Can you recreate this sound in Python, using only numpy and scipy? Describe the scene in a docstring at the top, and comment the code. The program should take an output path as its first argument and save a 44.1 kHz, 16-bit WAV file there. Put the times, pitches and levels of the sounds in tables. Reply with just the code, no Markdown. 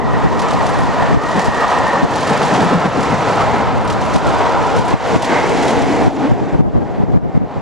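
"""Passenger train running away under a footbridge

Two kinds of coach pass bogie by bogie, then a diesel locomotive at the rear, fading down the cutting.
Shaped noise makes the roar, rumble and hiss; rough tones make the singing wheels and the growl.
Short bursts make clatter, chirps and thuds. Wind eddies push the two microphone channels apart,
and the strongest make a limiter duck everything."""
import sys
import numpy as np
from scipy import signal
from scipy.fft import rfft, irfft, next_fast_len
from scipy.io import wavfile
from scipy.ndimage import uniform_filter1d, minimum_filter1d

SR = 44100
rng = np.random.default_rng(int(sys.argv[2]) if len(sys.argv) > 2 else 0)


def file_out(sig):
    """Save sig as 16-bit WAV at sys.argv[1]."""
    # one column per channel
    cols = np.atleast_2d(sig).T
    # limit, then scale
    lim = np.clip(cols, -1, 1)
    pcm = np.round(lim * 32767).astype(np.int16)
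    wavfile.write(sys.argv[1], SR, pcm)


N = 335689
T = np.arange(N) / SR


def amp(db):
    """Turns decibels into a linear gain."""
    return 10 ** (np.asarray(db) / 20)


def evened(x):
    """Scales a signal to rms 1."""
    return x / np.sqrt(np.mean(x ** 2) + 1e-20)


def read(points, hz):
    """Reads a spectrum joined by straight lines on a log-frequency axis."""
    point_hz, value = np.transpose(points)
    return np.interp(np.log(hz + 1), np.log(point_hz + 1), value)


def follow(points):
    """Draws a level curve in dB through (start_s, level_db) points."""
    return np.interp(T, *np.transpose(points))


def add(mix, start_s, sound):
    """Lays a sound into the mix; a start before zero moves to zero and the end is cut off."""
    part = mix[:, max(round(start_s * SR), 0):][:, :sound.shape[-1]]
    part += sound[..., :part.shape[1]]


def tinted(x, spectrum):
    """Filters x by a spectrum in dB."""
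    size = x.shape[-1]
    hz = np.fft.rfftfreq(size, 1 / SR)
    return irfft(rfft(x) * amp(read(spectrum, hz)), size)


def coloured(spectrum, size):
    """Makes two unrelated noises of rms 1 with the given spectrum."""
    return evened(tinted(rng.standard_normal((2, size)), spectrum))


def centred(size):
    """Time in s with zero in the middle."""
    return (np.arange(size) - size / 2) / SR


def grid(size):
    """Frame times (a column) and bin frequencies of a short-time spectrum."""
    hop = size // 4
    frame_s = np.arange(N // hop + 5)[:, None] * hop / SR
    return frame_s, np.fft.rfftfreq(size, 1 / SR)


def wander(t, slow_hz, fast_hz, count=20):
    """Sums sines of random phase, the slow ones strongest, into an irregular drift of rms 1."""
    rates_hz = np.geomspace(slow_hz, fast_hz, count)
    return evened(sum(np.sin(2 * np.pi * (f * t + rng.random())) / np.sqrt(f) for f in rates_hz))


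def patches(shape, size, order):
    """Random blotches of rms 1, size frames long and order bins wide."""
    blurred_in_time = uniform_filter1d(rng.standard_normal(shape), size, axis=0)
    return evened(uniform_filter1d(blurred_in_time, order, axis=1))


def noise(field_db):
    """Two unrelated noises of rms 1 whose colour follows a frames x bins field in dB."""
    gain = amp(field_db)
    gain = gain / np.sqrt(np.mean(gain ** 2, axis=1, keepdims=True))  # colour only, no level changes
    real, imaginary = rng.standard_normal((2, 2) + gain.shape)
    size = 2 * (gain.shape[1] - 1)
    sound = signal.istft((real + 1j * imaginary) * gain, nperseg=size, noverlap=size - size // 4,
                         time_axis=1, freq_axis=2)[1]
    return evened(sound[:, :N])


def rough_tone(curve, waver, waver_hz, flutter_db):
    """An unbroken tone on a curve of pitch and level, unsteady in both and silent outside the curve."""
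    s, hz, db = np.transpose(curve)
    # each channel wavers on its own; the flutter is common
    wavers = np.array([wander(T, waver_hz, 6 * waver_hz, count=14) for _ in range(2)])
    pitch_hz = np.interp(T, s, hz, right=hz[-1]) * (1 + waver * wavers)
    level_db = np.interp(T, s, db, left=-200, right=-200) + flutter_db * wander(T, 8, 60, count=14)
    return np.sqrt(2) * amp(level_db) * np.sin(2 * np.pi * np.cumsum(pitch_hz, axis=1) / SR)


# colour of the wind: pitch_hz, level_db
WIND_COLOUR = [(15, -22), (40, -5.5), (75, -8.5), (110, 0), (200, -4.5), (290, -9.5), (450, -16.5),
               (900, -27), (2000, -46.5), (4000, -66), (10000, -76)]
# filter on the part of the wind that both channels share: pitch_hz, level_db
SHARED_WIND = [(20, -23), (60, -13.5), (120, -16.5), (250, -12), (600, -6.5), (3000, -3)]
# steady breeze between the eddies: start_s, level_db
BREEZE_LEVEL = [(0, -18), (.9, -19), (1.9, -28.5), (2.7, -32), (3.4, -28.5), (3.7, -19.5), (4.9, -20),
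                (5.35, -28), (5.9, -20.5), (6.5, -26), (7.1, -23), (7.61, -35)]
# strong eddies: centre_s, peak_db of the opposed part, length_s, shared_lift_db before the shared filter
STRONG_EDDIES = [(0.256, 0, 0.022, -2), (0.792, -9.5, 0.019, 4.5), (1.121, -3.5, 0.034, -6),
                 (1.169, 1.5, 0.013, -7), (1.487, -3.5, 0.021, 0.5), (2.046, -1.5, 0.009, -3),
                 (4.16, -3, 0.02, -2), (4.791, -7, 0.041, 2), (4.944, -6, 0.019, 3), (5.17, -5, 0.069, 7),
                 (6.075, -3.5, 0.019, -6.5), (6.326, 0, 0.03, -3), (6.425, -8.5, 0.017, 3),
                 (6.548, -1.5, 0.015, 0.5), (6.61, 0, 0.028, 2.5), (6.658, 2.5, 0.039, 0.5),
                 (6.769, 3, 0.031, 0), (6.822, -6.5, 0.019, 7), (6.914, -18, 0.017, 5),
                 (7.01, -3, 0.034, 1), (7.094, -5.5, 0.022, 2), (7.168, 0, 0.03, -1.5),
                 (7.248, -2, 0.036, 2), (7.291, -12, 0.015, 3), (7.365, -3, 0.021, 1),
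                 (7.425, 1, 0.03, -0.5), (7.573, -10.5, 0.017, 3)]
# small eddies at random: middle and spread of the peak level, the middle taken over the breeze
EDDY_DB, EDDY_SPREAD_DB, EDDY_S = 12.5, 3.5, 0.034


def wind(lean_db=0.5, lumpy_db=1.0, size=8192, count=24):
    """Eddies press on the closely spaced ports, pushing the two channels in opposite directions."""
    breeze_db = follow(BREEZE_LEVEL)
    parts = coloured(WIND_COLOUR, next_fast_len(N))
    parts[:, :N] *= amp(breeze_db + lumpy_db * wander(T, 4, 25))
    parts[:, N:] = 0
    eddies = list(STRONG_EDDIES)
    for place, force in rng.random((count, 2)):
        peak_db = breeze_db[int(place * N)] + EDDY_DB + EDDY_SPREAD_DB * (2 * force - 1)
        eddies.append((place * T[-1], peak_db, EDDY_S, 0))
    t = centred(size)
    for s, peak_db, length_s, shared_lift_db in eddies:
        eddy = coloured(WIND_COLOUR, size) * np.exp(-(t / length_s) ** 2)
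        eddy = eddy / abs(eddy).max(axis=1, keepdims=True)
        add(parts, s + t[0], amp([[peak_db], [peak_db + shared_lift_db]]) * eddy)
    opposed = parts[0, :N]
    common = tinted(parts[1], SHARED_WIND)[:N]
    return np.array([(common + opposed) * amp(lean_db), (common - opposed) / amp(lean_db)])


# hardest eddies slamming into the ports: centre_s, level_db of the swing in the left channel
HARD_SLAMS = [(1.147, 1), (2.033, 2), (4.798, 1), (4.941, 2.5), (5.163, 5), (6.08, 1.5), (6.323, 1),
              (6.608, 9), (7.038, 2.5), (7.163, 3.5), (7.174, 4.5), (7.351, 1), (7.377, 6.5)]
SLAM_HZ, SLAM_S = 196, 0.0024


def slams(uneven=0.71, size=2048):
    """A brief pressure swing throws the channels in opposite directions, the right one less far."""
    out, t = np.zeros((2, N)), centred(size)
    for s, level_db in HARD_SLAMS:
        swell = np.exp(-(t / SLAM_S) ** 2)
        swing = amp(level_db) * swell * np.cos(2 * np.pi * (SLAM_HZ * t + rng.random()))
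        add(out, s + t[0], np.array([swing, -uneven * swing]))
    return out


# bogies going by below the microphone: nearest_s, roar_db, hiss_db
BOGIE_PASSES = [(0.15, -22, -46), (0.46, -20.5, -36), (0.74, -23.5, -35.5), (1.0, -20.5, -38),
                (1.42, -21.5, -32.5), (1.74, -16, -33.5), (2.28, -25, -31.5), (2.54, -15.5, -31),
                (3.12, -21.5, -33), (3.4, -16.5, -35), (4.14, -21.5, -35), (4.38, -16, -38),
                (4.76, -21, -36), (5.2, -15.5, -30), (5.6, -19, -29.5), (5.94, -24, -32.5)]
# how long a bogie stays within 6 dB on either side of its loudest; the roar trails the hiss
ROAR_REACH_S, HISS_REACH_S, ROAR_LAG_S = 0.37, 0.24, 0.065
# steady floor from the rest of the train, far down the cutting
FAR_ROAR_DB, FAR_HISS_DB = -29.5, -52.5


def passing(t, axis, reach, far_db):
    """Level in dB of all bogies together: each swells as it nears and fades as it leaves."""
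    rows = np.array(BOGIE_PASSES)
    nearness = 1 / (1 + ((np.asarray(t)[..., None] - rows[:, 0]) / reach) ** 2)
    power = ((amp(rows[:, axis]) * nearness) ** 2).sum(-1)
    return 10 * np.log10(power + amp(far_db) ** 2)


def contact(t):
    """Level in dB of the wheel contact hiss, which also tells how near the wheels are."""
    return passing(t, axis=2, reach=HISS_REACH_S, far_db=FAR_HISS_DB)


# resonances of each vehicle: start_s, end_s, fade_s, pitch_hz, width_hz, lift_db
VEHICLE_RESONANCES = [(-3, 1.4, 1, 966, 110, 6.5), (0, 1.9, 0.52, 1880, 105, 5.5),
                      (1, 2.8, 0.35, 1787, 120, 5.5), (0, 1.7, 0.82, 1240, 200, 5.5),
                      (3, 3.8, 0.35, 2050, 330, 3.5), (2.5, 4.6, 0.4, 1313, 87, 6.5),
                      (4, 5.1, 0.68, 1450, 74, 4.5), (4, 6.05, 0.21, 940, 35, 4.5),
                      (2, 4.95, 0.42, 980, 69, 4), (-4.5, 2.6, 1, 445, 34, 2.5),
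                      (-1.5, 3.05, 0.7, 262, 74, 1.5), (2.5, 3.1, 0.74, 156, 53, 8.5),
                      (3, 4.8, 0.55, 100, 68, 5), (4.5, 6.84, 0.45, 324, 110, 5.5),
                      (4, 4.3, 0.3, 460, 32, 1), (4.5, 5.9, 0.2, 470, 34, 7),
                      (5.5, 5.45, 0.72, 2100, 220, 5.5), (6, 7.61, 1, 720, 300, 4.5),
                      (5.5, 8.4, 0.68, 2050, 690, 4)]


def ringing(t, hz, drift=0.0064, flicker=0.42):
    """The resonances of each vehicle swell in and fade as it goes by; each drifts and flickers alone."""
    lift_db = 0
    for start_s, end_s, fade_s, pitch_hz, width_hz, peak_db in VEHICLE_RESONANCES:
        presence = np.clip(1 + np.minimum(t - start_s, end_s - t) / fade_s, 0, 1)
        flickering = 1 + flicker * wander(t, 2, 14)
        centre_hz = pitch_hz * (1 + drift * wander(t, 2.4, 12))
        bell = 1 / (1 + (2 * (hz - centre_hz) / width_hz) ** 2)
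        lift_db = lift_db + peak_db * presence * flickering * bell
    return lift_db


# colour of the low boom: pitch_hz, level_db
RUMBLE_COLOUR = [(20, -43), (60, -7.5), (110, -3), (170, 0), (280, 3), (345, -2), (450, 2.5), (560, -4),
                 (800, -5.5), (2000, -60)]
# deep noise of the coach bodies and at last the locomotive: start_s, level_db
BODY_LEVEL = [(0, -24), (1.5, -24.5), (2.45, -19.5), (2.87, -22.5), (3.1, -18), (3.6, -21), (4, -23.5),
              (5, -25), (5.25, -18.5), (5.55, -17.5), (6.05, -18), (6.25, -20.5), (6.4, -23), (6.55, -23.5),
              (7.1, -27), (7.61, -29)]


def rumble(throb_db=1.16):
    """Bogies and hollow bodies boom: low noise, lifted by the vehicle resonances, that throbs in level."""
    t, hz = grid(size=2048)
    field_db = read(RUMBLE_COLOUR, hz) + ringing(t, hz)
    return noise(field_db) * amp(follow(BODY_LEVEL) + throb_db * wander(T, 4.6, 30))


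# growl of the locomotive: start_s, pitch_hz, level_db
GROWL_CURVE = [(5.2, 278, -46), (5.55, 270, -26.5), (5.75, 265, -23.5), (5.88, 276.6, -24),
               (6.07, 276, -25.5), (6.25, 285, -17.5), (6.4, 288.7, -39.5), (6.5, 292, -31),
               (6.8, 285, -41), (7.2, 290, -44)]


def drone():
    """The locomotive holds a rough growl as it draws away."""
    return rough_tone(GROWL_CURVE, waver=0.069, waver_hz=12, flutter_db=2)


# heavy jolts: fullest_s, thud_db, length_s, swoop_db
BOGIE_THUDS = [(1.376, -18.5, 0.028, -22), (2.31, -21, 0.016, -28), (2.531, -16, 0.023, -23),
               (2.607, -17, 0.034, -14), (2.645, -15, 0.039, -17), (2.739, -14.5, 0.043, -13.5),
               (2.868, -9, 0.027, -15), (2.995, -18, 0.022, -15), (3.135, -14, 0.025, -24)]
# colour of a thud: pitch_hz, level_db
THUD_COLOUR = [(50, -32), (115, -10), (165, 10), (245, -0.5), (340, -13), (475, 0), (570, -7), (720, -21),
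               (1500, -16), (5000, -70)]
# the swoop: pitch that arrives first, and how far it runs ahead of the thud
SWOOP_HZ, SWOOP_S = 996, .05


def swoop(length, waver=0.14, fall_s=.02, boom_hz=155, size=8192):
    """Bending waves in the rail travel faster the higher they are, so a rough tone falls into a boom."""
    t = np.arange(size) / SR
    fall_hz = boom_hz + (SWOOP_HZ - boom_hz) * np.exp(-t / fall_s)
    pitch_hz = fall_hz * (1 + waver * wander(t, 59.7, 513))
    rise = np.minimum(t / SWOOP_S, 1)
    decay = np.exp(-(np.maximum(t - SWOOP_S, 0) / length) ** 2)
    turns = np.cumsum(pitch_hz) / SR + rng.random((2, 1))
    return np.sqrt(2) * rise * decay * np.sin(2 * np.pi * turns)


def thuds(size=8192):
    """Heavy jolts swoop down the rail, then swell and die in the bogie frame."""
    out, t = np.zeros((2, N)), centred(size)
    for s, thud_db, length_s, swoop_db in BOGIE_THUDS:
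        swell = np.exp(-2 * (t / length_s) ** 2)
        thud = evened(coloured(THUD_COLOUR, size) * swell) * np.sqrt(np.mean(swell ** 2))
        add(out, s + t[0], amp(thud_db) * thud)
        add(out, s - SWOOP_S, amp(swoop_db) * swoop(length_s))
    return out


# colour of a blow on the rail: pitch_hz, level_db
CLACK_COLOUR = [(300, -11), (900, 3), (2000, 7.5), (4000, 6.5), (7300, 2), (8300, -3.5), (9000, -5),
                (9600, -8), (10150, -3), (11300, -21), (12500, -19), (13800, -44)]
# high modes of a struck wheel, each blow detuning them: pitch_hz, level_db against the blow, t60_s
WHEEL_MODES = [(9150, -18.5, 0.077), (10150, -21.5, 0.045), (12500, -33, 0.062)]


def clack(t60, build=0.0034, size=8192):
    """A blow on the rail: dense steel modes build up within milliseconds and die; the wheel rings on."""
    t = np.arange(size) / SR
    ring = 0
    for pitch_hz, level_db, ring_t60 in WHEEL_MODES:
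        turns = pitch_hz * rng.uniform(0.92, 1.01) * t + rng.random((2, 1))
        ring = ring + amp(level_db - 60 * t / ring_t60) * np.sin(2 * np.pi * turns)
    burst = coloured(CLACK_COLOUR, size) * amp(-60 * t / max(t60, .01))
    return (burst + ring) * (1 - np.exp(-(t / build) ** 2))


# flanges chirping against the rail: start_s, pitch_hz, level_db, length_s
FLANGE_CHIRPS = [(0.688, 9020, -37, .03), (.77, 10000, -43, .025), (0.793, 9800, -41, .025),
                 (2.62, 11450, -53, .05), (3.842, 8900, -40, .02), (4.85, 9400, -45, .02)]


def chirps():
    """Wheel flanges stick and slip on the rail in short, rough, very high tones."""
    out = np.zeros((2, N))
    for s, pitch_hz, level_db, length_s in FLANGE_CHIRPS:
        t = np.arange(int(length_s * SR)) / SR
        slips = 1 + .012 * wander(t, 100, 600)  # stick and slip roughen the pitch
        turns = np.cumsum(pitch_hz * slips) / SR + rng.random((2, 1))
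        add(out, s, amp(level_db) * np.hanning(len(t)) * np.sin(2 * np.pi * turns))
    return out


# wheels striking the rail: strike_s, level_db
WHEEL_BLOWS = [(0.394, -21), (0.485, -30), (0.508, -22), (0.667, -22.5), (1.394, -20.5), (1.445, -24.5),
               (1.545, -28), (1.68, -24.5), (2.157, -22), (2.2, -31), (2.273, -20), (2.429, -21),
               (2.539, -22), (2.622, -24), (3.008, -26), (3.029, -25), (3.288, -25), (3.877, -24),
               (3.901, -20.5), (4.014, -27), (4.138, -21), (4.158, -23), (4.269, -23), (4.765, -23.5),
               (4.789, -32), (4.88, -23), (5.223, -12), (5.629, -21), (5.681, -21), (5.706, -27)]
CLACK_T60_S = 0.07
# looser parts knock just after each blow: delay, and level against the blow
KNOCK_S, KNOCK_DB = .024, -3


def clatter(rattle_db=1, spread_db=3, early=.004, count=120):
    """Loud wheel blows with their knocks, and small running-gear rattles that grow as bogies near."""
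    out = np.zeros((2, N))
    for s, level_db in WHEEL_BLOWS:
        for delay_s, change_db in (0, 0), (KNOCK_S, KNOCK_DB):
            add(out, s - early + delay_s, amp(level_db + change_db) * clack(CLACK_T60_S))
    for place, force in rng.random((count, 2)):
        s = place * BOGIE_PASSES[-1][0]
        level_db = contact(s) + rattle_db + spread_db * (2 * force + 1.0)
        add(out, s, amp(level_db) * clack(t60=0.043))
    return out


# colour of the contact hiss: pitch_hz, level_db
HISS_COLOUR = [(600, -19), (1800, 9.5), (3000, 3.5), (4500, 0), (6000, -1.5), (7200, -2.5), (8300, -10),
               (10000, -15), (11000, -21), (12500, -34), (13500, -44)]


def hiss(flutter_db=-0.2, patchy_db=1.4, near_db=-35, brightening=0.057):
    """Steel scrubs on steel; near wheels sound brighter and more ragged than far ones."""
    t, hz = grid(size=256)
    nearness_db = np.clip(contact(t) - near_db, -6, 6)
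    octaves_up = np.log2(np.maximum(hz, 3000) / 3000)
    field_db = read(HISS_COLOUR, hz) + brightening * nearness_db * octaves_up
    field_db = field_db + patchy_db * patches(field_db.shape, size=8, order=6)
    level_db = contact(T)
    ragged = np.minimum(amp((level_db - near_db) / 2), 1)
    return noise(field_db) * amp(level_db + flutter_db * ragged * wander(T, 6.2, 110))


# singing wheels of the first coaches: start_s, pitch_hz, level_db
SINGING_CURVE = [(0, 1908, -34), (.45, 1880, -38), (.75, 1865, -37), (1.1, 1883, -35), (1.45, 1870, -30.5),
                 (1.85, 1850, -28.5), (2.2, 1810, -36), (2.65, 1835, -41), (3, 1824, -43)]


def singing():
    """One wheel mode is kept ringing by the rail, roughly enough to blur into the roar."""
    return rough_tone(SINGING_CURVE, waver=0.027, waver_hz=25.97, flutter_db=3.0)


# wheels on rough patches of rail: centre_s, lift_db (a negative one dips), length_s
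ROUGH_PATCHES = [(0.18, 1.5, 0.077), (0.458, 2, 0.03), (0.615, 3, 0.044), (0.736, 1.5, 0.032),
                 (1.038, 4.5, 0.06), (1.385, 4, 0.015), (1.637, 3.5, 0.018), (1.718, 3, 0.025),
                 (1.843, 2.5, 0.02), (1.945, 2.5, 0.038), (2.323, 2, 0.039), (2.554, 3.5, 0.011),
                 (2.727, 2, 0.027), (2.86, 2, 0.019), (3.29, 1.5, 0.016), (3.384, 0.5, 0.006),
                 (3.41, 3, 0.02), (3.566, -0.5, 0.027), (3.685, 2, 0.016), (4.276, -0.5, 0.035),
                 (4.457, 1, 0.075), (4.63, 0.5, 0.047), (4.76, 3.5, 0.016), (5.048, 1, 0.008),
                 (5.355, 2.5, 0.027), (5.454, 0.5, .04), (6.047, 3.5, 0.06), (6.255, 3.5, .035)]


def surging():
    """Change in dB of the roar as wheels cross rough patches of rail."""
    return sum(db * np.exp(-((T - s) / length_s) ** 2) for s, db, length_s in ROUGH_PATCHES)


# colour of the rolling roar: pitch_hz, level_db
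ROAR_COLOUR = [(200, -37), (400, -8), (560, -2), (800, 0.5), (1020, -3.5), (1200, -8), (1600, -12),
               (2200, -17.5), (3000, -21.5), (4500, -28), (8000, -39.5), (13000, -64)]


def rolling(flutter_db=0.5, patchy_db=0.9, near_db=-35, dulling=0.1):
    """Rough treads shake wheels and rails; the roar surges, flutters and dulls with distance."""
    t, hz = grid(size=1024)
    octaves_up = np.log2(np.maximum(hz, 1000) / 1000)
    field_db = read(ROAR_COLOUR, hz) + ringing(t, hz) + dulling * (contact(t) - near_db) * octaves_up
    field_db = field_db + patchy_db * patches(field_db.shape, size=9, order=3)
    level_db = passing(T - ROAR_LAG_S, axis=1, reach=ROAR_REACH_S, far_db=FAR_ROAR_DB)
    return noise(field_db) * amp(level_db + surging() + flutter_db * wander(T, 15, 60))


# likeness of the train at the two ports: pitch_hz, likeness (0 to 1)
PORT_LIKENESS = [(60, 0), (200, 0.86), (600, 0.88), (1300, 0.92), (4000, .95), (13000, .85)]
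# phase by which the right port leads: pitch_hz, lead_rad
PORT_LEAD = [(60, 0.74), (260, 0.84), (600, 0.19), (1250, 0.1), (2400, 0.49), (5200, 0.27), (9200, 0.85),
             (11500, .1)]
# level of left over right: pitch_hz, balance_db
PORT_BALANCE = [(100, 5), (360, 2), (660, -0.1), (1200, -1), (2200, 0), (4000, -2.5), (7200, -.5)]


def ports(pair):
    """The train reaches both microphone ports nearly alike above the bass, the right a little sooner."""
    size = next_fast_len(N)
    hz = np.fft.rfftfreq(size, 1 / SR)
    left, other = rfft(pair, size)
    same = np.clip(read(PORT_LIKENESS, hz), 0, .96)
    lean = amp(read(PORT_BALANCE, hz) / 2)
    right = (same * left + np.sqrt(1 - same ** 2) * other) * np.exp(1j * read(PORT_LEAD, hz))
    return irfft(np.array([left * lean, right / lean]), size)[:, :N]


def scene():
    """The train is heard through both ports; the wind acts on the ports directly."""
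    train = rumble() + drone() + thuds() + clatter() + chirps() + hiss() + singing() + rolling()
    return wind() + slams() + ports(train)


def record(dry, limit_db=-1.5, recovery_db=70, attack=0.0069, hold_s=0.036):
    """A limiter drops fast, holds and recovers at recovery_db per s; the rest clips; then the band limit."""
    over_db = np.maximum(20 * np.log10(abs(dry).max(axis=0) + 1e-9) - limit_db, 0)
    half = int(hold_s * SR / 2)
    held_db = -minimum_filter1d(-over_db, 2 * half + 1, origin=half)
    duck_db = np.maximum.accumulate(held_db + recovery_db * T) - recovery_db * T
    lag = np.exp(-1 / (attack * SR))
    smooth_duck_db = signal.lfilter([1 - lag], [1, -lag], duck_db)
    limited = np.clip(dry / amp(smooth_duck_db), -1, 1)
    band_limit = signal.firwin(255, 13600, window=("kaiser", 9), fs=SR)  # low-pass, edge in Hz
    return signal.oaconvolve(limited, band_limit[None], "same")


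dry = scene()
out = record(dry)
file_out(out)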